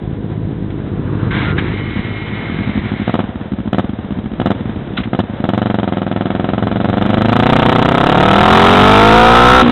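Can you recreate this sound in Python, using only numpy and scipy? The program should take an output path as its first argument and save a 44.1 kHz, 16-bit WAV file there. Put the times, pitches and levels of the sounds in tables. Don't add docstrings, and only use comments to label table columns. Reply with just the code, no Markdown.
import sys
import numpy as np
from scipy import signal
from scipy.fft import rfft, irfft, next_fast_len
from scipy.io import wavfile
from scipy.ndimage import uniform_filter1d, map_coordinates

SR = 44100
rng = np.random.default_rng(int(sys.argv[2]) if len(sys.argv) > 2 else 0)


def boost_factor(decibels):
    exponent = np.asarray(decibels, float) / 20
    return 10 ** exponent


def wrap_up_sound(samples):
    columns = np.atleast_2d(samples).T
    tamed = np.clip(columns, -1, 1)
    steps = np.round(tamed * 32767).astype(np.int16)
    wavfile.write(sys.argv[1], SR, steps)


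N = 428211


def unit(x):
    return x / np.sqrt(np.mean(x ** 2) + 1e-20)


def clock():
    return np.arange(N) / SR


def curves(rows):
    s, *cols = np.transpose(rows)
    return [np.interp(clock(), s, c) for c in cols]


def wobble(rate):
    return map_coordinates(rng.standard_normal(int(N * rate / SR) + 4), [np.arange(N) * rate / SR])


def bump(t, centre, half):
    return np.exp(-((t - centre) / half) ** 2)


def filtered(x, response):
    m = next_fast_len(len(x) + SR // 2)
    return irfft(rfft(x, m) * response(np.fft.rfftfreq(m, 1 / SR)), m)[:len(x)]


def colour(points):
    f, db = np.transpose(points)
    return lambda hz: boost_factor(np.interp(np.log(hz + 1), np.log(f), db))


def noise(points):
    return unit(filtered(rng.standard_normal(N), colour(points)))


def pipes(modes):
    def mode(f, centre, width, db):
        return boost_factor(db) * SR / np.pi * 1j * f / 2 / (centre * centre - f * f + 1j * f * width)
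    return lambda f: sum(mode(f, *row) for row in modes)


def spikes(times, sizes):
    at = np.clip(times * SR, 0, N - 2)
    i = at.astype(int)
    return np.bincount(i, sizes * (1 - at + i), N) + np.bincount(i + 1, sizes * (at - i), N)


# t/s, speed [four-stroke cycles/s]
PULL_AWAY = [(5.442, 19.33), (5.591, 24.98), (5.889, 21.5), (6.086, 20.72), (6.67, 22.35), (6.93, 23.88),
             (7.203, 26.03), (7.512, 31.02), (7.804, 30.45), (8.311, 38.96), (8.719, 46.48), (9.582, 63.88),
             (9.71, 57.95)]
# t/s of first hard bang, held open [s], spin-up [s], peak speed [cycles/s]
THROTTLE_BLIPS = [
    (3.08, .13, .103, 21.07),
    (3.732, .078, .035, 21.46),
    (4.401, .129, .088, 22.84),
    (5.134, .076, .065, 21.63),
]
FIRST_PUFF_S = 1.963


def crank():
    settle_s, first_rate, idle_rate = .813, 7.79, 12.42
    free_rate, sag_per_s = 13.81, 16.12
    t = clock()
    rate = np.interp(t, [FIRST_PUFF_S, FIRST_PUFF_S + settle_s], [first_rate, idle_rate]) * (t >= FIRST_PUFF_S)
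    for s, _, spin, peak in THROTTLE_BLIPS:
        blip = np.interp(t, [s, s + spin, s + spin + 1], [free_rate, peak, peak - sag_per_s])
        rate = np.where(t >= s, blip, rate)
    rate = np.where(t >= PULL_AWAY[0][0], curves(PULL_AWAY)[0], rate)
    return np.cumsum(rate) / SR, rate


def wind():
    buffet = noise([(12, -35.5), (30, -3.5), (60, 10), (150, -17), (600, -50.5)])
    return boost_factor(-46.5 + 1.9 * wobble(3.9)) * buffet


def idler(rate, pattern_db, scatter_db, jitter):
    cycle = np.cumsum(rate * (1 + .02 * wobble(1.3))) / SR
    beats = np.arange(1, int(cycle[-1]))
    chance = rng.standard_normal((int(N / SR * 70), 2))[:len(beats)]
    times = np.interp(beats + jitter * chance[:, 0], cycle, clock())
    return spikes(times, boost_factor(np.resize(pattern_db, len(beats)) + scatter_db * chance[:, 1]))


# f/Hz, level/dB
PASSER_RASP = [(400, -42), (800, -6.5), (1050, 0.5), (1600, -4), (2000, -12.5), (4000, -23.5), (5500, -75)]


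def passer():
    pass_s, pass_half_s, pass_db = 1.315, 0.39, -33
    rasp = boost_factor(2.7 * wobble(40)) * noise(PASSER_RASP)
    return boost_factor(pass_db) * bump(clock(), pass_s, pass_half_s) * rasp


# t/s, thump level/dB
IDLERS_LEVEL = [
    (0, -21.5),
    (1.0, -19),
    (1.6, -16.5),
    (2.06, -23.5),
    (2.74, -23.5),
    (3.4, -33),
    (4.2, -29.5),
    (4.6, -26),
    (5.7, -33),
    (7.6, -19),
]
# f/Hz, level/dB
IDLERS_THUMP = [(18, -40.5), (30, -6.5), (119, 1), (214, -5), (237, -9.5), (300, -6.5), (380, -12),
                (524, -20), (581, -64), (1000, -28.5), (1300, -71.5), (2200, -120)]
# f/Hz, level/dB
VALVE_HISS = [(290, -8), (500, -4.5), (708, -7), (1070, -15), (1560, -15.5), (2210, -20.5), (2530, -24.5),
              (3740, -23), (4200, -30), (5460, -70.5), (9240, -120)]


def nearby():
    gear_db = -20
    valve_db, valve_power, valve_top = -22.5, 1.15, 90.4
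    thump_db = curves(IDLERS_LEVEL)[0]
    valves = boost_factor(valve_db) * np.minimum(crank()[1] / valve_top, 1) ** valve_power
    gear = boost_factor(thump_db + gear_db) + valves
    beats = idler(53, [0, -3, -2], 1.8, .04) + .7 * idler(40.5, [0, -2.5], 1.8, .06)
    thump = 0.6 * unit(filtered(beats, colour(IDLERS_THUMP))) + 0.44 * noise(IDLERS_THUMP)
    hiss = boost_factor(1.2 * wobble(25) + 0.75 * wobble(4.8)) * noise(VALVE_HISS)
    swell_db = 1.1 * wobble(4)
    return boost_factor(thump_db + 4.5 + swell_db) * thump + boost_factor(4.37) * gear * hiss


# t/s, level/dB, rise [ms], centre f/Hz, bandwidth f/Hz
METAL_CONTACTS = [
    (0.704, -32, 0.97, 2020, 1540),
    (1.309, -22.5, 2.3, 2720, 3000),
    (1.568, -16, 15, 2030, 600),
    (1.579, -10, 2.7, 1680, 404),
    (1.582, -18, 4.9, 3220, 476),
    (4.969, -7.5, 9, 3460, 1360),
    (4.974, -11, 3.5, 990, 1160),
    (4.999, -17.5, 6.1, 2760, 2660),
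    (5.033, -16.5, 5.8, 2160, 2460),
]


def clacks():
    t60_s = 0.068
    out, t = np.zeros(N + SR), np.arange(SR // 5) / SR
    for s, db, rise_ms, hz, width in METAL_CONTACTS:
        rattle = unit(filtered(rng.standard_normal(len(t)), pipes([(hz, width, 0)])))
        envelope = boost_factor(db - 60 * t / t60_s) * (1 - np.exp(-1000 * t / rise_ms))
        out[round(s * SR):][:len(t)] += envelope * rattle
    return out[:N]


# t/s, shaft f/Hz, whine level/dB
STARTER_SHAFT = [
    (1.31, 154.7, -26),
    (1.4, 163.6, -27),
    (1.43, 130, -41),
    (1.48, 142, -23.5),
    (1.54, 138.4, -32),
    (1.62, 164.3, -37),
    (1.76, 214.2, -32.5),
    (2.65, 215.7, -34.5),
    (2.95, 183.7, -50),
]
# shaft order, level/dB
TOOTH_ORDERS = [(7.4, -19.5), (9, -8), (10, -3), (11, -14), (14, -14), (20, -19.5)]
# f/Hz, level/dB
BRUSH_NOISE = [(350, -32), (600, -20.5), (683, -14.5), (1770, -12.5), (2190, -8.5), (2540, -18.5),
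               (3870, -18), (4200, -16.5), (5460, -88.5), (9240, -120)]


def starter():
    brush_running_db, surge_db, surge_s = -31, 7.5, 0.3
    slip_s, slip_half_s, slip_db = 1.548, .022, -18
    drop_out_s, run_down_db_per_s = 3.12, 204
    (shaft_hz, whine_db), t = curves(STARTER_SHAFT), clock()
    on, off = STARTER_SHAFT[0][0], STARTER_SHAFT[-1][0]
    whine_db = whine_db - run_down_db_per_s * np.maximum(t - off, 0)
    brush_db = brush_running_db + surge_db * bump(t, on, surge_s) + slip_db * bump(t, slip_s, slip_half_s)
    brush_db = brush_db - run_down_db_per_s * np.maximum(t - drop_out_s, 0)
    switch = np.clip((t - on) / .005 + 1, 0, 1)
    turn = 2 * np.pi * np.cumsum(shaft_hz * (1 + 0.0055 * wobble(20) + 0.0028 * wobble(90))) / SR
    whine = sum(boost_factor(db + 1.5 * wobble(25)) * np.sin(k * turn) for k, db in TOOTH_ORDERS)
    brush = (1 + 0.15 * np.cos(turn)) * noise(BRUSH_NOISE)
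    spark_db = 1.4 * wobble(60)
    return switch * (boost_factor(whine_db + 3.0) * whine + boost_factor(brush_db + spark_db) * brush)


LIFT_S = 9.62
# cycle order, level/dB
SHAKE_ORDERS = [(1, 8), (2, -5.5), (6, 0.5)]


def frame():
    shake_db, power, top_rate, lift_db = -11, 4.5, 54.5, -14.5
    cycle, rate = crank()
    lifted = np.clip((clock() - LIFT_S) / .03, 0, 1)
    shake = np.minimum(rate / top_rate, 1) ** power * boost_factor(shake_db + lift_db * lifted)
    orders = sum(boost_factor(db + 0.65 * wobble(2.7)) * np.sin(2 * np.pi * k * cycle) for k, db in SHAKE_ORDERS)
    return shake * orders


# t/s, level/dB, second cylinder relative level/dB
LOADED_BANGS = [
    (5.44, 1, -5),
    (6.0, -2, -4),
    (6.6, 0, -7),
    (7.049, -2, 3.5),
    (7.5, 4, 4.5),
    (7.998, 1, 6.5),
    (8.551, 10.5, -6),
    (9.55, 3.5, 0),
    (9.71, 2, 7),
]
# t/s, half length [s], level/dB
STUMBLES = [
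    (2.26, 0.17, -16),
    (4.847, .05, -10.5),
]
# speed [cycles/s], lag [share of a cycle], level/dB
AFTER_PUFF = [(21, .43, -15), (33, .44, -8.5), (52, .464, -2)]


def firings():
    second_lag = .237
    misfire_rate, misfire_db = 16, -15
    idle_db, blip_level_db, overrun_db = -5.5, 0, -8
    idle_lean_db, blip_lean_db = 0.5, -2.5
    shut_scatter_db, open_scatter_db = 1.4, .6
    (cycle, rate), t = crank(), clock()
    away_s, blip_starts = PULL_AWAY[0][0], [b[0] for b in THROTTLE_BLIPS]

    marks = np.interp([FIRST_PUFF_S, *blip_starts, away_s, N / SR], t, cycle)
    turns = np.concatenate([np.arange(a + 1e-4, b - 1 / 2) for a, b in zip(marks, marks[1:])])
    pair = np.tile(turns, 2)
    chance = rng.standard_normal((len(turns), 5)) * [3e-5, 4e-5, 1, 1, 1]
    times = np.interp(np.r_[turns, turns + second_lag], cycle, t) + np.r_[chance[:, 0], chance[:, 1]]
    second, speed = np.repeat([0, 1], len(turns)), np.interp(times, t, rate)
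    pulling = times > away_s - .01
    blipped = sum((times > s - .01) & (times < s + held) for s, held, *_ in THROTTLE_BLIPS)
    opened = pulling + blipped

    starved = (np.tile(chance[:, 4] > 0, 2) == second) & (speed > misfire_rate)
    shut_db = np.where(times < blip_starts[0], idle_db, overrun_db)
    shut_db = shut_db + misfire_db * starved + idle_lean_db * second
    shut_db = shut_db + sum(db * bump(times, s, half) for s, half, db in STUMBLES)

    since = times - np.array(blip_starts)[np.searchsorted(marks[1:5], pair) - 1]
    blip_db = blip_level_db + blip_lean_db * second + 2.5 * bump(since, .065, .04)
    knots, load_db, lean_db = np.transpose(LOADED_BANGS)
    loaded_db = np.interp(times, knots, load_db) + second * np.interp(times, knots, lean_db)
    level = np.where(pulling, loaded_db, np.where(blipped, blip_db, shut_db))
    scatter_db = np.where(opened, open_scatter_db, shut_scatter_db)
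    level = level + scatter_db * np.r_[chance[:, 2], chance[:, 3]]
    rasp_db = -1 + 0.31 * (np.maximum(speed, 21) - 21) - 21 * (times > LIFT_S)

    lead = (opened > 0) & (second == 0)
    at, lag, after_db = np.transpose(AFTER_PUFF)
    after = np.interp(pair[lead] + np.interp(speed[lead], at, lag), cycle, t)
    after_level = level[lead] + np.interp(speed[lead], at, after_db)
    return (np.r_[times, after], np.r_[level, after_level],
            np.r_[rasp_db, rasp_db[lead]], np.r_[opened, opened[lead]])


# f/Hz, bandwidth f/Hz, level/dB
COOL_SILENCER = [(66, 40, -4), (100, 36, -2), (365, 90, -5), (192, 40, 0)]
# f/Hz, bandwidth f/Hz, level/dB
HOT_SILENCER = [(105, 62, -26.5), (240, 120, 3), (395, 64, 2.5)]


def silencer(times, db, opened):
    def suck(f):
        return -38 * np.exp(-(f / 640) ** 2 + 2j * np.pi * f * 0.0016)

    def cool(f):
        return boost_factor(-9.5) * pipes(COOL_SILENCER)(f) * np.exp(-(f / 700) ** 2) + suck(f)

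    def lazy(f):
        low_ring = pipes([(205, 38, 0), (78, 30, -4), (700, 150, -8)])(f)
        return (cool(f) + boost_factor(-6.5) * low_ring) * np.exp(-(f / 520) ** 2)

    def hot(f):
        swell = 30 * np.exp(-(f / 260) ** 2 + 2j * np.pi * f * .0042)
        return boost_factor(-9.5) * pipes(HOT_SILENCER)(f) * np.exp(-(f / 900) ** 2) + 0.24 * suck(f) + swell

    heat = np.clip((times - 6.9) / 2.12, 0, 1)
    shares = ((1 - opened, lazy), (opened - heat, cool), (heat, hot))
    return sum(filtered(spikes(times, boost_factor(db) * share), pipe) for share, pipe in shares)


# f/Hz, bandwidth f/Hz, level/dB
TAILPIPE_MODES = [(504.2, 91, -0.5), (686, 49, -17), (747.3, 82, -0.5), (898, 123, 1.5), (1286, 116, 0.5),
                  (1534, 250, -9.5), (2940, 170, -4)]


def tailpipe(times, sharp):
    lead_s = .00066
    edges = spikes(times - lead_s, sharp)
    return filtered(edges, lambda f: boost_factor(-14.5) * pipes(TAILPIPE_MODES)(f) / (1 + (f / 3000) ** 2))


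# f/Hz, bandwidth f/Hz, level/dB
HOWL_MODES = [(1294, 296, 5), (760, 59, -19)]


def howl(times, sharp):
    start_s, build_s = 7.34, 2.8
    voice = np.clip((times - start_s) / build_s, 0, 1) ** 2.8
    return boost_factor(4.5) * filtered(spikes(times, sharp * voice), lambda f: sum(
        pipes([mode])(f) ** 2 * mode[1] / SR for mode in HOWL_MODES))


# f/Hz, level/dB
BLOW_DOWN_GAS = [(500, -27), (1100, 2), (1600, -10), (2000, -9.5), (2600, -11.5), (3400, -8), (4100, -10.5),
                 (5500, -64.5)]


def blow_down(times, db, rasp_db):
    t = np.arange(SR // 20) / SR
    opening = spikes(times - .0012, boost_factor(1.3 * db + .45 * rasp_db - 17))
    rise = 1 - np.exp(-t / .0015)
    puff = signal.fftconvolve(opening, boost_factor(-60 * t / 0.032) * rise)[:N]
    return puff * noise(BLOW_DOWN_GAS)


def twin():
    times, db, rasp_db, opened = firings()
    rasp_db = rasp_db - 7 * (1 - opened)
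    sharp = boost_factor(1.17 * db + rasp_db)
    exhaust = silencer(times, db, opened) + tailpipe(times, sharp) + howl(times, sharp)
    return exhaust + blow_down(times, db, rasp_db)


def scene():
    return (wind() + nearby() + passer() + clacks() + starter() + frame() + twin())[None]


def roll_off(x):
    return signal.sosfilt(signal.butter(12, 16640, fs=SR, output="sos"), x)


def record(dry):
    top, knee, edge_hz = 0.76, 7, 4000
    x = filtered(dry[0], lambda f: (1j * f / (38 + 1j * f)) ** 3)
    x = x / (1 + np.abs(x / top) ** knee) ** (1 / knee)
    x = filtered(x, lambda f: 1 / (1 + (f / 3950) ** 36) * (f < 4400))
    x = x + boost_factor(-27) * uniform_filter1d(x ** 2, size=2000) * np.sin(2 * np.pi * edge_hz * clock())
    offset = .002
    x = np.clip(x - offset, -.7, .735)
    return roll_off(x[None])


dry = scene()
out = record(dry)
wrap_up_sound(out)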